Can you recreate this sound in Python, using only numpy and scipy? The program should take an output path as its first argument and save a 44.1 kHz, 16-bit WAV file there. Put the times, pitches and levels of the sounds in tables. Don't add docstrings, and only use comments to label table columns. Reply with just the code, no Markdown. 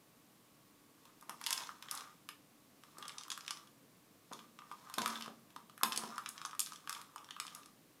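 import sys
import numpy as np
from scipy import signal
from scipy.fft import rfft, irfft, next_fast_len
from scipy.io import wavfile
from scipy.ndimage import map_coordinates

SR = 44100
rng = np.random.default_rng(int(sys.argv[2]) if len(sys.argv) > 2 else 0)


def unload_wav(signal):
    wavfile.write(
        sys.argv[1],
        SR,
        np.round(np.clip(np.atleast_2d(signal).T, -1, 1) * 32767).astype(np.int16),
    )


N = 352800

# time in seconds, relative level of the hollow in dB, relative level of the shell
# in dB, hardness as treble tilt in dB per octave, breadth in dB per octave squared (low is one ringing band,
# high is a wide snap).
CLICKS = [(1.0539, -64, -68.5, 1, 4), (1.211, -82, -68.5, 10.0, 5), (1.2255, -54, -68, 5.7, -6.9),
          (1.2946, -37, -50.5, 5.5, 3.0), (1.4136, -43, -59, 3.9, 6.5), (1.4398, -71, -48, -1, -7),
          (1.4638, -54, -46, 1.1, 8), (1.4693, -61, -38, 2, -11), (1.4884, -48, -54, -0.3, -1),
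          (1.5066, -45.5, -36.5, 3.5, -3.0), (1.528, -58, -38.5, 3.4, 0), (1.5307, -45, -37.5, 5.6, -10.6),
          (1.577, -71, -44.5, -6, -11.5), (1.6044, -70, -55.5, -4.2, -3), (1.6357, -56, -61.5, -11.0, -3.5),
          (1.6713, -64, -57.5, -6, -7), (1.6914, -43.5, -68, -1.2, 3.9), (1.8248, -50, -59, -1.7, 8),
          (1.8856, -51, -66.5, -6, 9), (1.9118, -64, -42.5, 9.5, -2.5), (1.9512, -53, -50, 9, -4),
          (1.9745, -59, -46.5, 1.1, -4.4), (2.008, -57, -56, -5, -9.4), (2.095, -55.5, -79, -2.7, 3.1),
          (2.2891, -50, -54, 1.4, 6), (2.836, -54, -67, 0, 2.9), (2.9836, -59, -55, 7.1, -4),
          (3.0258, -46.5, -58, -5.5, 2.5), (3.0538, -60, -61, -3.7, -0.5), (3.0807, -63, -49, 3, -4),
          (3.0944, -63, -63.5, -9, 3.5), (3.1194, -66, -66.5, -7, 2), (3.1828, -62, -44, -4.5, -14),
          (3.2103, -58, -57, -6, -10), (3.2349, -63, -55, -0.5, -3), (3.2814, -51.5, -64, 6.2, 4),
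          (3.3025, -44.5, -45, 0, -4), (3.3169, -40.5, -42, -3.5, -11.5), (3.324, -52, -51.5, 2, -1),
          (3.3762, -44.5, -56, 5.5, 1.5), (3.4077, -67, -59, -8, -6.5), (3.4487, -54, -68, -8, -0.0),
          (3.4634, -51.5, -60, -2.4, 1), (3.4794, -38, -49, -5.5, -1), (3.5074, -47.5, -43, -0.3, -3.5),
          (3.5715, -66, -59.5, -4, -1), (3.6728, -69, -70, -4, 1.5), (4.3168, -47.5, -79, -7.1, 2.7),
          (4.3257, -42.5, -61, 3, -2.0), (4.3325, -57, -50, -0.5, -4), (4.3912, -58, -67, -4, 3),
          (4.5891, -53.5, -64.5, -11, -4), (4.6195, -53.5, -85, -2.5, 10.4), (4.7143, -45, -65, 2.5, 3),
          (4.7235, -52, -68, 3.1, 1), (4.8986, -52, -65.5, 3, 9), (4.9398, -49, -47.5, 4.5, 0),
          (4.983, -29, -44.5, 1.2, 8.5), (4.9913, -45, -55, -2.0, -1.3), (5.0182, -40, -45.5, 0, 1),
          (5.0596, -37, -44, 1.5, 2.5), (5.0773, -40.5, -47, 5.1, 1), (5.101, -62, -56, -9, -2),
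          (5.1564, -69, -69, -11, 12), (5.2098, -58.5, -57, -2.5, 5), (5.223, -57, -53.5, -2.5, 1),
          (5.2439, -61, -63, -3.5, 3.0), (5.26, -51, -62, -1.6, 6), (5.2795, -50, -71, -4.9, 7),
          (5.504, -67, -73, -1, 7), (5.5623, -49, -59.5, 0.2, 1), (5.6968, -51.5, -69.5, -0.5, 5.7),
          (5.7779, -50, -66.5, 5, 8.5), (5.8117, -44.5, -70, -4, -3), (5.8334, -30.5, -35.5, 4.5, 4),
          (5.8468, -37, -62, -2, 5), (5.8545, -41.5, -74, 4, 5), (5.9217, -43.5, -46.5, -3.6, 2),
          (5.9297, -45, -44, 1.6, -13), (5.961, -63, -45, 3, 0.5), (5.9753, -63, -36, 6.5, -6.5),
          (6.0366, -41, -56.5, 0.9, 2), (6.1585, -70, -56, 0, -21), (6.1805, -41.5, -53, 3.5, 2.5),
          (6.237, -53, -80, -1, 15), (6.2604, -37.5, -53, -6.5, 2), (6.2895, -74, -47.5, 12.5, -4.5),
          (6.3787, -41, -57, -8, -3), (6.4155, -42, -58, -4.5, 1.3), (6.4507, -37.5, -45.5, -3.5, -11.5),
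          (6.459, -62, -52, 6, -5), (6.4948, -46.5, -68, -4.4, -2.8), (6.5105, -66, -64, -4, 2),
          (6.531, -45, -77, -5.8, 9), (6.5497, -51, -63.5, 4, -1), (6.5941, -51, -37.5, 8.5, -0.5),
          (6.603, -60, -36.5, 15.5, -11), (6.6152, -61, -61, 3, 13), (6.6612, -55, -50, -1, -2),
          (6.6704, -44, -57, 1.9, 4), (6.7211, -49, -58, -1.6, -8), (6.7332, -61, -54, -1, -3),
          (6.759, -76, -56, 0.0, -5), (6.8742, -39.5, -62.5, -1.9, 10), (6.8945, -40, -45.5, 4, 1),
          (6.906, -44, -62, -1, -2), (6.9271, -43, -48, 4, -1), (6.9492, -43.5, -56.5, -3, 2),
          (6.9782, -52, -62, -2.4, -1.4), (7.0148, -54, -57, 4, 1), (7.16, -47, -59, 3.5, 1.5),
          (7.1804, -65, -62.5, -3.5, -2), (7.2444, -61, -59, -2, -8), (7.2883, -60, -74.5, -4.4, 8),
          (7.3078, -59, -57.5, -7.5, 2.5), (7.3645, -54, -75, -4, 16), (7.3999, -44, -43.5, 0.7, -1),
          (7.451, -51.5, -67, 4.3, -1), (7.467, -69, -51.5, -3, -11), (7.48, -51, -64.5, -5, 6.5),
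          (7.5495, -56, -52.5, 6.5, -0.5), (7.6323, -60, -65, -4.5, -3.7), (7.6592, -61.5, -61, 3, -4)]
# frequency in Hz, width in Hz, level in dB.
SHELL_MODES = [(1547, 120, 2.5), (2390, 1200, 0.5), (3540, 710, 6.5)]
# frequency in Hz, width in Hz, level in dB.
RIM_MODES = [(4350, 710, 1), (5140, 300, 8), (6350, 2900, 0)]
# frequency in Hz, width in Hz, level in dB.
SNAP_MODES = [(6340, 1070, 3), (8800, 2040, 2.5), (10530, 1100, 2)]
# frequency in Hz, width in Hz, level in dB.
SPARK_MODES = [(11200, 1150, 4.5), (13550, 3300, -8.5)]
CONTACT_S, PUFF_S = 0.0022, 0.00066
TILT_PIVOT_HZ = 6000


def clicks():
    start_s, hollow_db, shell_db, tilt, breadth = np.transpose(CLICKS)

    def touch(hz, gain_db):
        octave = np.log2(hz / TILT_PIVOT_HZ)
        color_db = tilt * octave + breadth * octave ** 2
        return bursts(start_s, shell_db + gain_db + color_db, np.full(len(start_s), CONTACT_S))

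    puffs = bursts(start_s, hollow_db + 32, np.full(len(start_s), PUFF_S))
    air = steep(steep(hollow(puffs), 1990, "low"), 800, "high")

    shell = ring(touch(hz=3120, gain_db=33.5), SHELL_MODES)
    shell = steep(shell, 4270, "low")

    rim = ring(touch(hz=4850, gain_db=37.0), RIM_MODES)
    rim = steep(steep(rim, 4770, "high"), 6370, "low")

    snap = ring(touch(hz=8800, gain_db=30), SNAP_MODES)
    snap = steep(steep(snap, 6560, "high"), 12300, "low")

    spark = ring(touch(hz=12500, gain_db=24.5), SPARK_MODES)
    spark = steep(spark, 10200, "high")
    return air + shell + rim + snap + spark


# frequency in Hz, width in Hz, level in dB.
HOLLOW_MODES = [(960, 46, 7), (1046, 82, 8.5), (1175, 89, 9.5), (1202, 100, 8.5), (1295, 230, -2)]
# time in seconds, pitch in Hz.
HOLLOW_PITCH = [(1.1, 1040), (1.69, 984), (1.94, 1344), (2.31, 1200), (2.79, 1230), (3.62, 1243),
                (4.24, 1000), (4.54, 1180), (5.35, 1164), (5.52, 1004), (5.68, 1166), (6.08, 954),
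                (6.23, 1296), (7.0, 1320), (7.13, 1200), (7.7, 1290)]
TUMBLE_HZ = 110


def hollow(x):
    pitch = np.interp(np.arange(N) / SR, *np.transpose(HOLLOW_PITCH))
    pitch = pitch + TUMBLE_HZ * wobble(30)
    out = np.zeros(N)
    for mode in HOLLOW_MODES:
        nearness = np.exp(-((pitch - mode[0]) / 170) ** 2)
        out += ring(x[:N] * nearness if len(x) == N else x * nearness, [mode])
    return out


# start in seconds, length in seconds, hollow rumble in dB, sliding treats in dB.
ROLLS = [(1.036, 0.039, -73.5, -76.5), (1.3, .03, -60, -77), (1.498, .12, -52, -55),
         (1.936, .05, -53.5, -58), (2.855, 0.069, -79, -78), (3.015, 0.21, -59.5, -69.5),
         (3.45, 0.14, -66, -68.5), (4.348, .05, -69, -69), (4.7, 0.44, -66, -71.5),
         (5.052, 0.12, -56.5, -57.5), (5.926, .16, -51, -58.5), (6.312, 0.13, -62, -67),
         (6.68, .06, -68, -67), (6.95, 0.029, -58.5, -63.5), (7.254, .05, -65.5, -82),
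         (7.456, 0.096, -63, -65.5)]
RISE_DB_PER_S, FALL_DB_PER_S = 163, 122
GRIT_DB = -10.5


def rolling():
    start_s, length_s, drum_db, slide_db = np.transpose(ROLLS)[..., None]
    t = np.arange(N) / SR - start_s
    rise_db = RISE_DB_PER_S * np.minimum(t, 0)
    fall_db = FALL_DB_PER_S * np.maximum(t - length_s, 0)
    swell_db = rise_db - fall_db

    drum = unit(steep(hollow(patter(300, spread_db=3.5)), 2560, "low"))
    slide = unit(ring(patter(600, spread_db=2), SHELL_MODES + RIM_MODES))
    grit = ring(patter(600, spread_db=4.5), SNAP_MODES + SPARK_MODES)
    grit = unit(steep(grit, 7500, "high"))

    drum_gain = amp(drum_db + swell_db).sum(0)
    slide_gain = amp(slide_db + swell_db).sum(0)
    return drum_gain * drum + slide_gain * (slide + amp(GRIT_DB) * grit)


# time in seconds, relative thud level in dB, metal ring in dB added to that level.
KNOCKS = [(1.292, -47, -26), (2.983, -46, -23), (4.313, -40, -23), (4.712, -50, -27), (4.979, -31, -10),
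          (5.016, -36.5, -6.5), (5.059, -44, -8.5), (5.277, -43, -21), (5.56, -48, -19),
          (5.831, -33.5, -18), (5.92, -52, -9), (5.975, -38.5, -14.5), (6.034, -40, -14)]
# frequency in Hz, width in Hz, level in dB.
PANEL_MODES = [(237, 140, 0), (454, 116, 2.5), (643, 520, -2)]


def thuds():
    start_s, thud_db, _ = np.transpose(KNOCKS)
    impacts = bursts(start_s, thud_db + 32, np.full(len(start_s), 0.00005))
    push = ring(impacts, PANEL_MODES)
    return steep(steep(push, 103, "high"), 990, "low")


# frequency in Hz, level in dB, time to fall by 60 dB in seconds.
BIN_MODES = [(227, -1.5, 0.99), (364.6, -9.5, 0.42), (695.4, -9, 0.51), (830, -22, 0.74), (971, -7, 0.59)]


def bin_knocks():
    out, t = np.zeros(N + SR), np.arange(SR) / SR
    swell = 1 - np.exp(-t / 0.019)
    for start_s, thud_db, metal_db in KNOCKS:
        for hz, mode_db, t60 in BIN_MODES:
            strength_db = rng.normal(0, 2)
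            waver_db = strength_db + 4.5 * wobble(40, size=SR)
            level_db = thud_db + metal_db + mode_db + waver_db
            fade = amp(level_db - 60 * t / t60) * swell
            out[round(start_s * SR):][:SR] += fade * np.sin(2 * np.pi * hz * t)
    return out[:N]


# frequency in Hz, time to fall by 60 dB in seconds.
KITCHEN_DECAY = [(200, 0.72), (1200, 0.23), (4000, 0.26), (12000, 0.3)]


def kitchen(x):
    out, step = np.zeros(N + SR), SR // 4
    for at in range(0, N, step):
        hz, t, noise = signal.stft(rng.standard_normal(SR // 2), SR, nperseg=256)
        decay = amp(-60 * t / along(KITCHEN_DECAY, hz)[:, None])
        tail = signal.istft(noise * decay, SR, nperseg=256)[1]
        wet = signal.fftconvolve(x[at:at + step], tail / np.linalg.norm(tail))
        out[at + 90:][:len(wet)] += wet
    return out[:N]


# frequency in Hz, relative level in dB.
AIR_COLOR = [(12, -76), (20, -40), (27, 5), (63, -20), (135, -6), (265, -6), (297, -3.5), (372, -14),
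             (428, -11), (839, -18), (1140, -17.5), (1350, -20), (6350, -25), (15200, -25.5), (16500, -52)]
# frequency in Hz, level in dB, shaft turns a second, depth of the waver in radians.
WHINE = [(1118, -79, 72, 0.87)]
AIR_DB = -65.5


def fridge():
    t = np.arange(N) / SR
    air = unit(filtered(rng.standard_normal(N), lambda hz: amp(along(AIR_COLOR, hz))))
    air_gain = amp(AIR_DB + 0.033 * wobble(1.86))
    waver_db = 2 * wobble(4)
    whine = np.zeros(N)
    for hz, db, turns, depth in WHINE:
        phase_waver = depth * np.sin(2 * np.pi * turns * t)
        whine += amp(db + waver_db) * np.sin(2 * np.pi * hz * t + phase_waver)
    return air_gain * air + whine


def bursts(start_s, db, decay_s):
    t = np.arange(SR // 50) / SR
    decay = np.exp(-t / np.clip(decay_s, 1 / SR, 0.006)[:, None])
    shape = rng.standard_normal((len(start_s), len(t))) * decay
    shape[:, 0] = 5.0
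    shape *= (amp(db) / np.linalg.norm(shape, axis=1))[:, None]
    at = np.round(start_s * SR).astype(int)[:, None] + np.arange(len(t))
    return np.bincount(at.ravel(), shape.ravel(), N + SR)[:N]


def patter(rate, spread_db):
    count = int(rate * N / SR)
    place, size = rng.random((count, 2)).T
    strength = amp(-spread_db * np.log(1.02 - size))
    return np.bincount((place * N).astype(int), strength * rng.choice([-1, 1], count), N)


def ring(x, modes):
    def response(f):
        total = 0
        for k, (center, width, db) in enumerate(modes):
            damping = 1j * f * width
            total = total + (-1) ** k * amp(db) * damping / (center * center - f * f + damping)
        return total

    return filtered(x, response)


def steep(x, hz, kind):
    return signal.sosfilt(signal.butter(4, hz, kind, fs=SR, output="sos"), x)


def filtered(x, response):
    m = next_fast_len(N + SR // 2)
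    spectrum = rfft(x, m) * response(np.fft.rfftfreq(m, 1 / SR))
    return irfft(spectrum, m)[..., :N]


def wobble(rate, size=N):
    knots = rng.standard_normal(int(size * rate / SR) + 4)
    return map_coordinates(knots, [np.arange(size) * rate / SR])


def along(points, hz):
    f, v = np.transpose(points)
    return np.interp(np.log(hz + 1), np.log(f + 1), v)


def amp(db):
    return 10 ** (np.asarray(db) / 20)


def unit(x):
    return x / np.sqrt(np.mean(x ** 2) + 1e-20)


# frequency in Hz, gain in dB.
WALLS = [(2500, 0), (5000, -3.5), (12000, -3.5)]


def scene():
    ball = clicks() + rolling() + thuds()
    room = filtered(kitchen(ball), lambda hz: amp(along(WALLS, hz)))
    mix = ball + amp(-2) * room + bin_knocks() + fridge()
    return mix[None]


TOP_HZ = 16200


def record(dry):
    thin = signal.lfilter(*signal.butter(2, 90, "high", fs=SR), dry)
    return filtered(thin, lambda hz: 1 / (1 + (hz / TOP_HZ) ** 120))


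dry = scene()
out = record(dry)
unload_wav(out)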